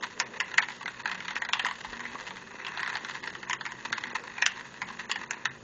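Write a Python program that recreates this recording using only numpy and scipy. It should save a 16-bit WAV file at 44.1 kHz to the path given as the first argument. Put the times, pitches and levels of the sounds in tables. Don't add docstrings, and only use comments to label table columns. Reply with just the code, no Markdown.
import sys
import numpy as np
from scipy import signal
from scipy.fft import rfft, irfft, next_fast_len
from scipy.io import wavfile
from scipy.ndimage import uniform_filter1d, map_coordinates

SR = 44100
rng = np.random.default_rng(int(sys.argv[2]) if len(sys.argv) > 2 else 0)


def boost_factor(decibels):
    exponent = np.asarray(decibels, float) / 20
    return 10 ** exponent


def to_wav(s):
    ch = np.atleast_2d(s).T
    pcm = np.round(np.clip(ch, -1, 1) * 32767)
    wavfile.write(sys.argv[1], SR, pcm.astype(np.int16))


N = 248283


def unit(x):
    return x / np.sqrt(np.mean(x ** 2) + 1e-20)


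def along(points, hz):
    f, v = np.transpose(points)
    return np.interp(np.log(hz + 1), np.log(f + 1), v)


def curves(rows):
    s, *cols = np.transpose(rows)
    return [np.interp(np.arange(N) / SR, s, c) for c in cols]


def wobble(rate):
    knots = rng.standard_normal(int(N * rate / SR) + 4)
    return map_coordinates(knots, [np.arange(N) * rate / SR])


def filtered(x, response):
    m = next_fast_len(N + SR // 2)
    return irfft(rfft(x, m) * response(np.fft.rfftfreq(m, 1 / SR)), m)[..., :N]


def mode(f, hz, width):
    return 1j * f * width / (hz * hz - f * f + 1j * f * width)


def placed(rows, times):
    at = np.round(np.asarray(times) * SR).astype(int)[:, None] + np.arange(rows.shape[1])
    return np.bincount(at.clip(0).ravel(), rows.ravel(), N + SR)[:N]


# f/Hz, width/Hz, level/dB
ARENA_MODES = [(918, 317, -13.5), (974, 147, -0.5), (1108, 223, -6), (1734, 351, -4), (1986, 204, -3),
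               (2546, 140, -8), (2807, 452, -6.5), (3530, 660, -9), (4530, 560, -12), (5460, 790, -18.5),
               (6646, 600, -11.5), (7050, 1200, -16)]
PART_BORDERS = [700, 1300, 2550, 5000, 7600]


def arena_ring(f, lo, hi):
    return sum((-1) ** k * boost_factor(db) * mode(f, hz, 1.34 * width)
               for k, (hz, width, db) in enumerate(ARENA_MODES) if lo < hz < hi)


# t/s, level/dB
LEG_BUSTLE = [(0.0, -48.5), (0.31, -45.5), (0.59, -49), (0.82, -48), (1.05, -44.5), (1.24, -41.5),
              (1.52, -46.5), (1.77, -46.5), (2.05, -42.5), (2.57, -50.5), (2.81, -39.5), (3.62, -48),
              (4.09, -43.5), (4.19, -43), (4.8, -49), (5.31, -44.5), (5.52, -44.5), (5.63, -63)]
# t/s, peak level/dB
SCUFFLES = [(0.026, -26), (0.212, -28), (0.478, -31.5), (0.62, -23.5), (1.001, -37.5), (1.175, -29),
            (1.355, -20.5), (1.958, -30.5), (2.178, -30.5), (2.342, -39.5), (2.506, -32.5), (2.555, -28.5),
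            (2.586, -26), (2.613, -31), (2.678, -27), (2.708, -35), (3.095, -29.5), (3.148, -26),
            (3.414, -26), (3.786, -43), (3.85, -25.5), (3.98, -23.5), (4.052, -29.5), (4.111, -24),
            (4.151, -19.5), (4.87, -29), (4.994, -29), (5.096, -20.5), (5.234, -31), (5.334, -29)]


def patter():
    bustle_db, = curves(LEG_BUSTLE)
    hops_per_s = 30
    count = int(N / SR * hops_per_s)
    late, luck = rng.random(count), rng.standard_normal(count)
    hop_s = (np.arange(count) + late) / hops_per_s
    hop_db = bustle_db[(hop_s * SR).astype(int)] - 3 + 1.5 * luck
    scuffle_s, scuffle_db = np.transpose(SCUFFLES)
    s = np.concatenate([hop_s, scuffle_s])
    swell_db = np.concatenate([hop_db, scuffle_db - 9])
    u = np.arange(SR // 20) / (0.0065 * SR)
    swell = placed(boost_factor(swell_db - 2.6)[:, None] * u * np.exp(1 - u), s - .003)

    clumps = boost_factor(2.5 * wobble(40) + 3 * wobble(120))
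    tap_size = boost_factor(2.5 * rng.exponential(size=N).clip(0, 3.5))
    tapped = rng.random(N) < 1800 / SR
    taps = rng.standard_normal(N) * tap_size * tapped
    legs = unit(clumps * (unit(taps) + .5 * rng.standard_normal(N)))
    force = np.hypot(boost_factor(bustle_db - 2.5), swell)

    def ring(drive, lo, hi):
        response = lambda f: arena_ring(f, lo, hi)
        return filtered(drive * legs, response) / np.std(filtered(legs, response))

    body = ring(force, 0, PART_BORDERS[2])
    tick_force = force * boost_factor(-8.5 + 2.8 * wobble(4.4))
    return body + ring(tick_force, PART_BORDERS[2], PART_BORDERS[4])


# start t/s, length t/s, board f/Hz, swell level/dB
LINGERS = [(0, .08, 238, 8), (0.145, .3, 500, 8), (.75, 0.17, 188, 6), (1.054, 0.26, 188, 7),
           (1.907, .27, 238, 10.5), (2.13, 0.21, 500, 6.5), (2.26, 0.072, 188, 8), (2.654, 1.4, 131, 5.5),
           (3.85, 0.31, 238, 6.5), (4.038, 0.25, 500, 6), (4.705, .28, 188, 6), (5.008, 0.42, 238, 6),
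           (5.473, .2, 131, 8)]


def lingering(hz):
    t = np.arange(N) / SR
    edge_s = 0.06
    return sum(db * np.clip(np.minimum(t - s, s + length - t) / edge_s + .5, 0, 1)
               for s, length, board_hz, db in LINGERS
               if abs(np.log(board_hz / hz)) < np.log(10) / 20)


# f/Hz, width/Hz
BOARD_MODES = [(131, 13), (188, 11), (238, 8.4), (500, 110)]
BOARD_LEVELS = [-66.5, -65, -63.5, -62]
# f/Hz, width/Hz, level/dB
QUIET_MODES = [(348, 30, -67), (389, 45, -63.5), (88, 50, -73.5)]
# t/s, peak level/dB
THUDS = [(0.02, -44), (0.196, -43), (0.851, -46), (1.049, -49), (1.194, -47), (1.357, -42.5), (1.641, -42),
         (1.928, -42), (1.976, -61), (2.041, -49), (2.149, -41), (2.545, -45), (2.946, -46), (3.038, -44),
         (3.281, -44), (3.328, -45.5), (3.855, -45), (3.91, -44), (4.133, -41.5), (5.095, -43),
         (5.307, -48), (5.368, -51)]


def boards():
    def shake(hz, width):
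        return unit(filtered(rng.standard_normal(N), lambda f: mode(f, hz, width)))

    moving = 0
    for db, (hz, width) in zip(BOARD_LEVELS, BOARD_MODES):
        level = boost_factor(db + lingering(hz) + 2.2 * wobble(18))
        hum = shake(hz, width)
        hum = hum / np.abs(signal.hilbert(hum)) ** .55
        moving = moving + level * unit(hum)
    s, thud_db = np.transpose(THUDS)
    hops = placed(boost_factor(thud_db + 37.0)[:, None], s)
    thuds = filtered(hops, lambda f: mode(f, 180, 85) - 1.62 * mode(f, 464, 190))
    quiet = sum(boost_factor(db + 3.3 * wobble(2.1)) * shake(hz, width) for hz, width, db in QUIET_MODES)
    return moving + thuds + quiet


# f/Hz, level/dB per Hz
HISS_COLOUR = [(12, -46), (20, -8.5), (59, -11), (214, -1), (618, -11.5), (988, -9), (1230, -5.5),
               (1970, -9.5), (2290, -24.5), (2530, -11), (5560, -20), (6780, -11.5), (7300, -23),
               (9490, -50), (16100, -120)]


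def room_tone():
    drift = boost_factor(wobble(7))
    hiss = filtered(rng.standard_normal(N), lambda f: boost_factor(along(HISS_COLOUR, f)))
    return boost_factor(-55.5) * drift * unit(hiss)


# t/s, peak level/dB, hollow level/dB, plate level/dB, bright level/dB
SLAMS = [(0.0406, -20, -31.5, -32.5, -44), (0.1999, -13, -31, -35.5, -24),
         (0.402, -14.5, -34.5, -20, -29.5), (0.409, -14, -32.5, -36, -48), (0.5804, -8.5, -36, -19, -28),
         (0.5834, -6.5, -32.5, -16.5, -30.5), (0.5905, -30, -29.5, -45.5, -44),
         (0.8789, -18.5, -35, -36.5, -45), (1.057, -14, -33, -30, -44.5), (1.1146, -19.5, -35, -33, -47.5),
         (1.3643, -13, -29, -33, -43), (1.5335, -17, -33.5, -17.5, -30), (1.5945, -17, -34, -26.5, -43.5),
         (1.6654, -17.5, -28, -28.5, -37.5), (2.794, -18, -38.5, -35, -53),
         (2.8769, -16.5, -35, -32, -50.5), (3.497, -19, -30.5, -34.5, -36.5),
         (3.5311, -15.5, -29.5, -23.5, -33), (3.927, -13.5, -31, -28.5, -38),
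         (4.4232, -7, -32.5, -23.5, -28), (4.4632, -6.5, -33, -14, -22), (5.1144, -18.5, -31, -20, -31),
         (5.3091, -13, -35.5, -26, -30), (5.455, -11.5, -31, -24.5, -33)]
# t/s, peak level/dB, hollow level/dB, plate level/dB
KNOCKS = [(0.2037, -17.5, -32.5, -32), (0.5157, -24.5, -45, -40), (0.5405, -21, -38, -33),
          (0.6857, -22, -37.5, -38), (0.704, -25.5, -39, -40.5), (0.81, -30, -38, -42.5),
          (0.8577, -20, -38, -37), (1.146, -24.5, -39, -42.5), (1.2043, -24.5, -46.5, -37.5),
          (1.3066, -21, -36, -35), (1.4192, -20.5, -35.5, -36.5), (1.489, -19.5, -35, -34.5),
          (1.5336, -31.5, -28.5, -22), (1.6477, -14, -43, -30), (1.6866, -22.5, -37, -32.5),
          (1.9947, -27, -41, -41.5), (2.0043, -23, -38.5, -36), (2.1524, -30, -32, -47),
          (2.648, -26.5, -42.5, -33), (2.6664, -27.5, -36, -31.5), (2.7742, -21.5, -33.5, -32),
          (2.8311, -17, -31.5, -29.5), (2.9538, -20.5, -34.5, -31.5), (3.048, -20, -36, -34),
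          (3.4293, -25.5, -42, -42.5), (3.5085, -21, -39, -32.5), (3.6535, -21.5, -35.5, -37),
          (4.038, -18.5, -41, -32.5), (4.3813, -23, -38.5, -43), (4.8174, -19, -33, -36)]
# t/s, peak level/dB, hollow level/dB
TAPS = [(1.0762, -20.5, -46), (1.0961, -27, -38), (1.255, -26, -45), (1.2813, -22.5, -34.5),
        (1.4501, -22.5, -39), (1.5544, -26, -34.5), (1.6545, -23.5, -27.5), (1.7111, -20.5, -32),
        (1.8469, -28.5, -34), (1.9307, -31.5, -40), (2.0534, -24.5, -40), (2.307, -26.5, -37),
        (2.803, -27, -39), (2.8469, -28, -37.5), (2.8617, -21, -35.5), (2.9003, -21, -37.5),
        (2.929, -23.5, -39), (2.9694, -23.5, -37), (3.11, -29, -51.5), (3.239, -25.5, -41),
        (3.274, -23.5, -44.5), (3.351, -25.5, -38.5), (3.6097, -23.5, -36), (3.663, -20.5, -34.5),
        (3.72, -25, -39), (4.2378, -27.5, -41), (4.6087, -27.5, -40), (4.8275, -32, -40.5),
        (4.9013, -31, -38.5), (5.1582, -20.5, -36.5)]


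def blows():
    def light(rows, under_db):
        return np.array(rows)[:, 1:2] + under_db + 1.5 * rng.standard_normal((len(rows), 1))

    plate_under_db, bright_under_db = -13, -25.5
    knocks = np.hstack([KNOCKS, light(KNOCKS, bright_under_db)])
    taps = np.hstack([TAPS, light(TAPS, plate_under_db), light(TAPS, bright_under_db)])
    s, db, hollow_db, plate_db, bright_db = np.vstack([SLAMS, knocks, taps]).T[..., None]
    return s, db, hollow_db + 7 - db, plate_db + 10 - db, bright_db + 13 - db


def clacks():
    s, db, hollow_db, plate_db, bright_db = blows()
    size = 4096
    t, f = np.arange(size) / SR, np.fft.rfftfreq(size, 1 / SR)
    noise, spikes = rng.standard_normal((2, len(s), size))
    loose = boost_factor(-.2 * (db + 28.5))
    chatter_fade = boost_factor(-11.0 - 60 * t / 0.052) + boost_factor(-18.5 - 60 * t / 0.054)
    chatter = loose * noise * boost_factor(3 * spikes) * chatter_fade
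    crack = 3.37 * (t == 0) + 0.73 * boost_factor(-60 * t / 0.0016) * noise
    blow = rfft(crack + chatter)
    luck = rng.standard_normal((len(ARENA_MODES), 2, len(s), 1))
    small_body = mode(f, 1390, 2700) ** 2 + 0.38 * mode(f, 4900, 6000)
    part_levels = [hollow_db + 0.09, -.6, plate_db + 0.13, bright_db + 0.19]
    rows = 0
    for lo, hi, part_db in zip(PART_BORDERS, PART_BORDERS[1:], part_levels):
        ring = 0
        for k, (hz, width, level_db) in enumerate(ARENA_MODES):
            if lo < hz < hi:
                gain = (-1) ** k * boost_factor(level_db + 1.7 * luck[k, 0])
                ring = ring + gain * mode(f, hz * (1 + 0.037 * luck[k, 1]), 1.72 * width)
        fade = boost_factor(-60 * t * hi / 600)
        part = (irfft(blow * ring * small_body, size) * fade)[:, :size * 3 // 4]
        peak = np.abs(part[:, :size // 16]).max(1)[:, None]
        rows = rows + boost_factor(db + part_db - 1.84) * part / peak
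    return placed(rows, s[:, 0])


# f/Hz, t/s
ROOM_DECAY = [(300, 1), (1000, 0.19), (2600, 0.26), (4500, .13), (7000, 0.047)]


def room(x):
    hz, t, z = signal.stft(rng.standard_normal(SR // 3), SR, nperseg=256)
    fade = boost_factor(-60 * t / along(ROOM_DECAY, hz)[:, None])
    tail = signal.istft(z * fade, SR, nperseg=256)[1]
    late = np.pad(x, (150, 0))
    return signal.fftconvolve(late, tail / np.linalg.norm(tail))[:N]


# t/s, level/dB
BUMPS = [
    (1.899, -51),
]


def handling():
    s, db = np.transpose(BUMPS)
    push = np.hanning(SR // 6) * rng.standard_normal((len(s), SR // 6))
    rows = boost_factor(db)[:, None] * push
    return 14 * filtered(placed(rows, s - .08), lambda f: mode(f, 48, 50) ** 2)


def scene():
    floor = patter() + boards() + room_tone()
    hits = clacks()
    return (floor + hits + boost_factor(-12.5) * room(hits) + handling())[None]


FRAME_S = .064
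LOW_RATE = 16000
# f/Hz, level/dB
VANISHING = [(500, -56.5), (1500, -22), (3500, -32.5), (7000, -34.5)]
# f/Hz, level/dB
ROUNDING = [(500, -35.5), (2000, -19), (7000, -14)]


def starved(x):
    lead = 176
    hz, t, z = signal.stft(np.pad(x, (lead, 0)), SR, nperseg=706)
    band = np.arange(len(hz)) // 7
    power = np.add.reduceat(np.abs(z) ** 2, np.arange(0, len(hz), 7))
    frame = ((t + FRAME_S - lead / SR) // FRAME_S).astype(int)
    frame_starts = np.searchsorted(frame, np.unique(frame))
    loudest = np.maximum.reduceat(power[3:].max(0), frame_starts)[frame - frame[0]]
    whim = uniform_filter1d(rng.standard_normal(power.shape), size=2, axis=1)
    limit_db = along(VANISHING, hz[::7])[:, None] - 2.3 + 6.6 * whim
    limit = loudest ** .92 * boost_factor(2 * limit_db)
    rounding = np.sqrt(power[band]) * np.exp(2j * np.pi * rng.random(z.shape))
    z = z + boost_factor(along(ROUNDING, hz))[:, None] * rounding
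    return signal.istft(z * (power > limit)[band], SR, nperseg=706)[1][lead:N + lead]


BLIP_RUNS = [(0, 1), (6, 1), (10, 4), (24, 5), (31, 8), (41, 1), (43, 3), (47, 5), (56, 3), (64, 3),
             (69, 8), (79, 1), (86, 1)]


def blips(thin):
    frames = np.concatenate([first + np.arange(count) for first, count in BLIP_RUNS])
    s = .0568 + FRAME_S * frames
    level = np.sqrt(np.abs(uniform_filter1d(thin ** 2, size=SR // 50)))[(s * SR).astype(int)]
    t = np.arange(560) / SR
    scatter = boost_factor(-67.5 + 3 * rng.standard_normal(len(s)))
    gain = (level / np.median(level)) ** 1.03 * scatter
    puff = np.hanning(len(t)) * np.sin(np.pi * LOW_RATE * t)
    return placed(gain[:, None] * puff, s - .0025)


# f/Hz, level/dB
BAND_EDGE = [(20, 1), (7150, 1), (7350, -6.5), (7600, -58.5), (10000, -110), (22050, -150)]
# f/Hz, level/dB
MIRROR_BAND = [(8300, -99), (8700, -20.5), (9400, -54), (10000, -100)]


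def camera(x):
    thin = filtered(starved(x), lambda f: boost_factor(along(BAND_EDGE, f)))
    mirror = 2 * thin * np.cos(2 * np.pi * LOW_RATE * np.arange(N) / SR)
    return thin + blips(thin) + filtered(mirror, lambda f: boost_factor(along(MIRROR_BAND, f)))


def top_cut(x):
    return signal.sosfilt(signal.butter(12, 8870, fs=SR, output="sos"), x)


def record(dry):
    mix = camera(dry[0])[None]
    return top_cut(mix)


dry = scene()
out = record(dry)
to_wav(out)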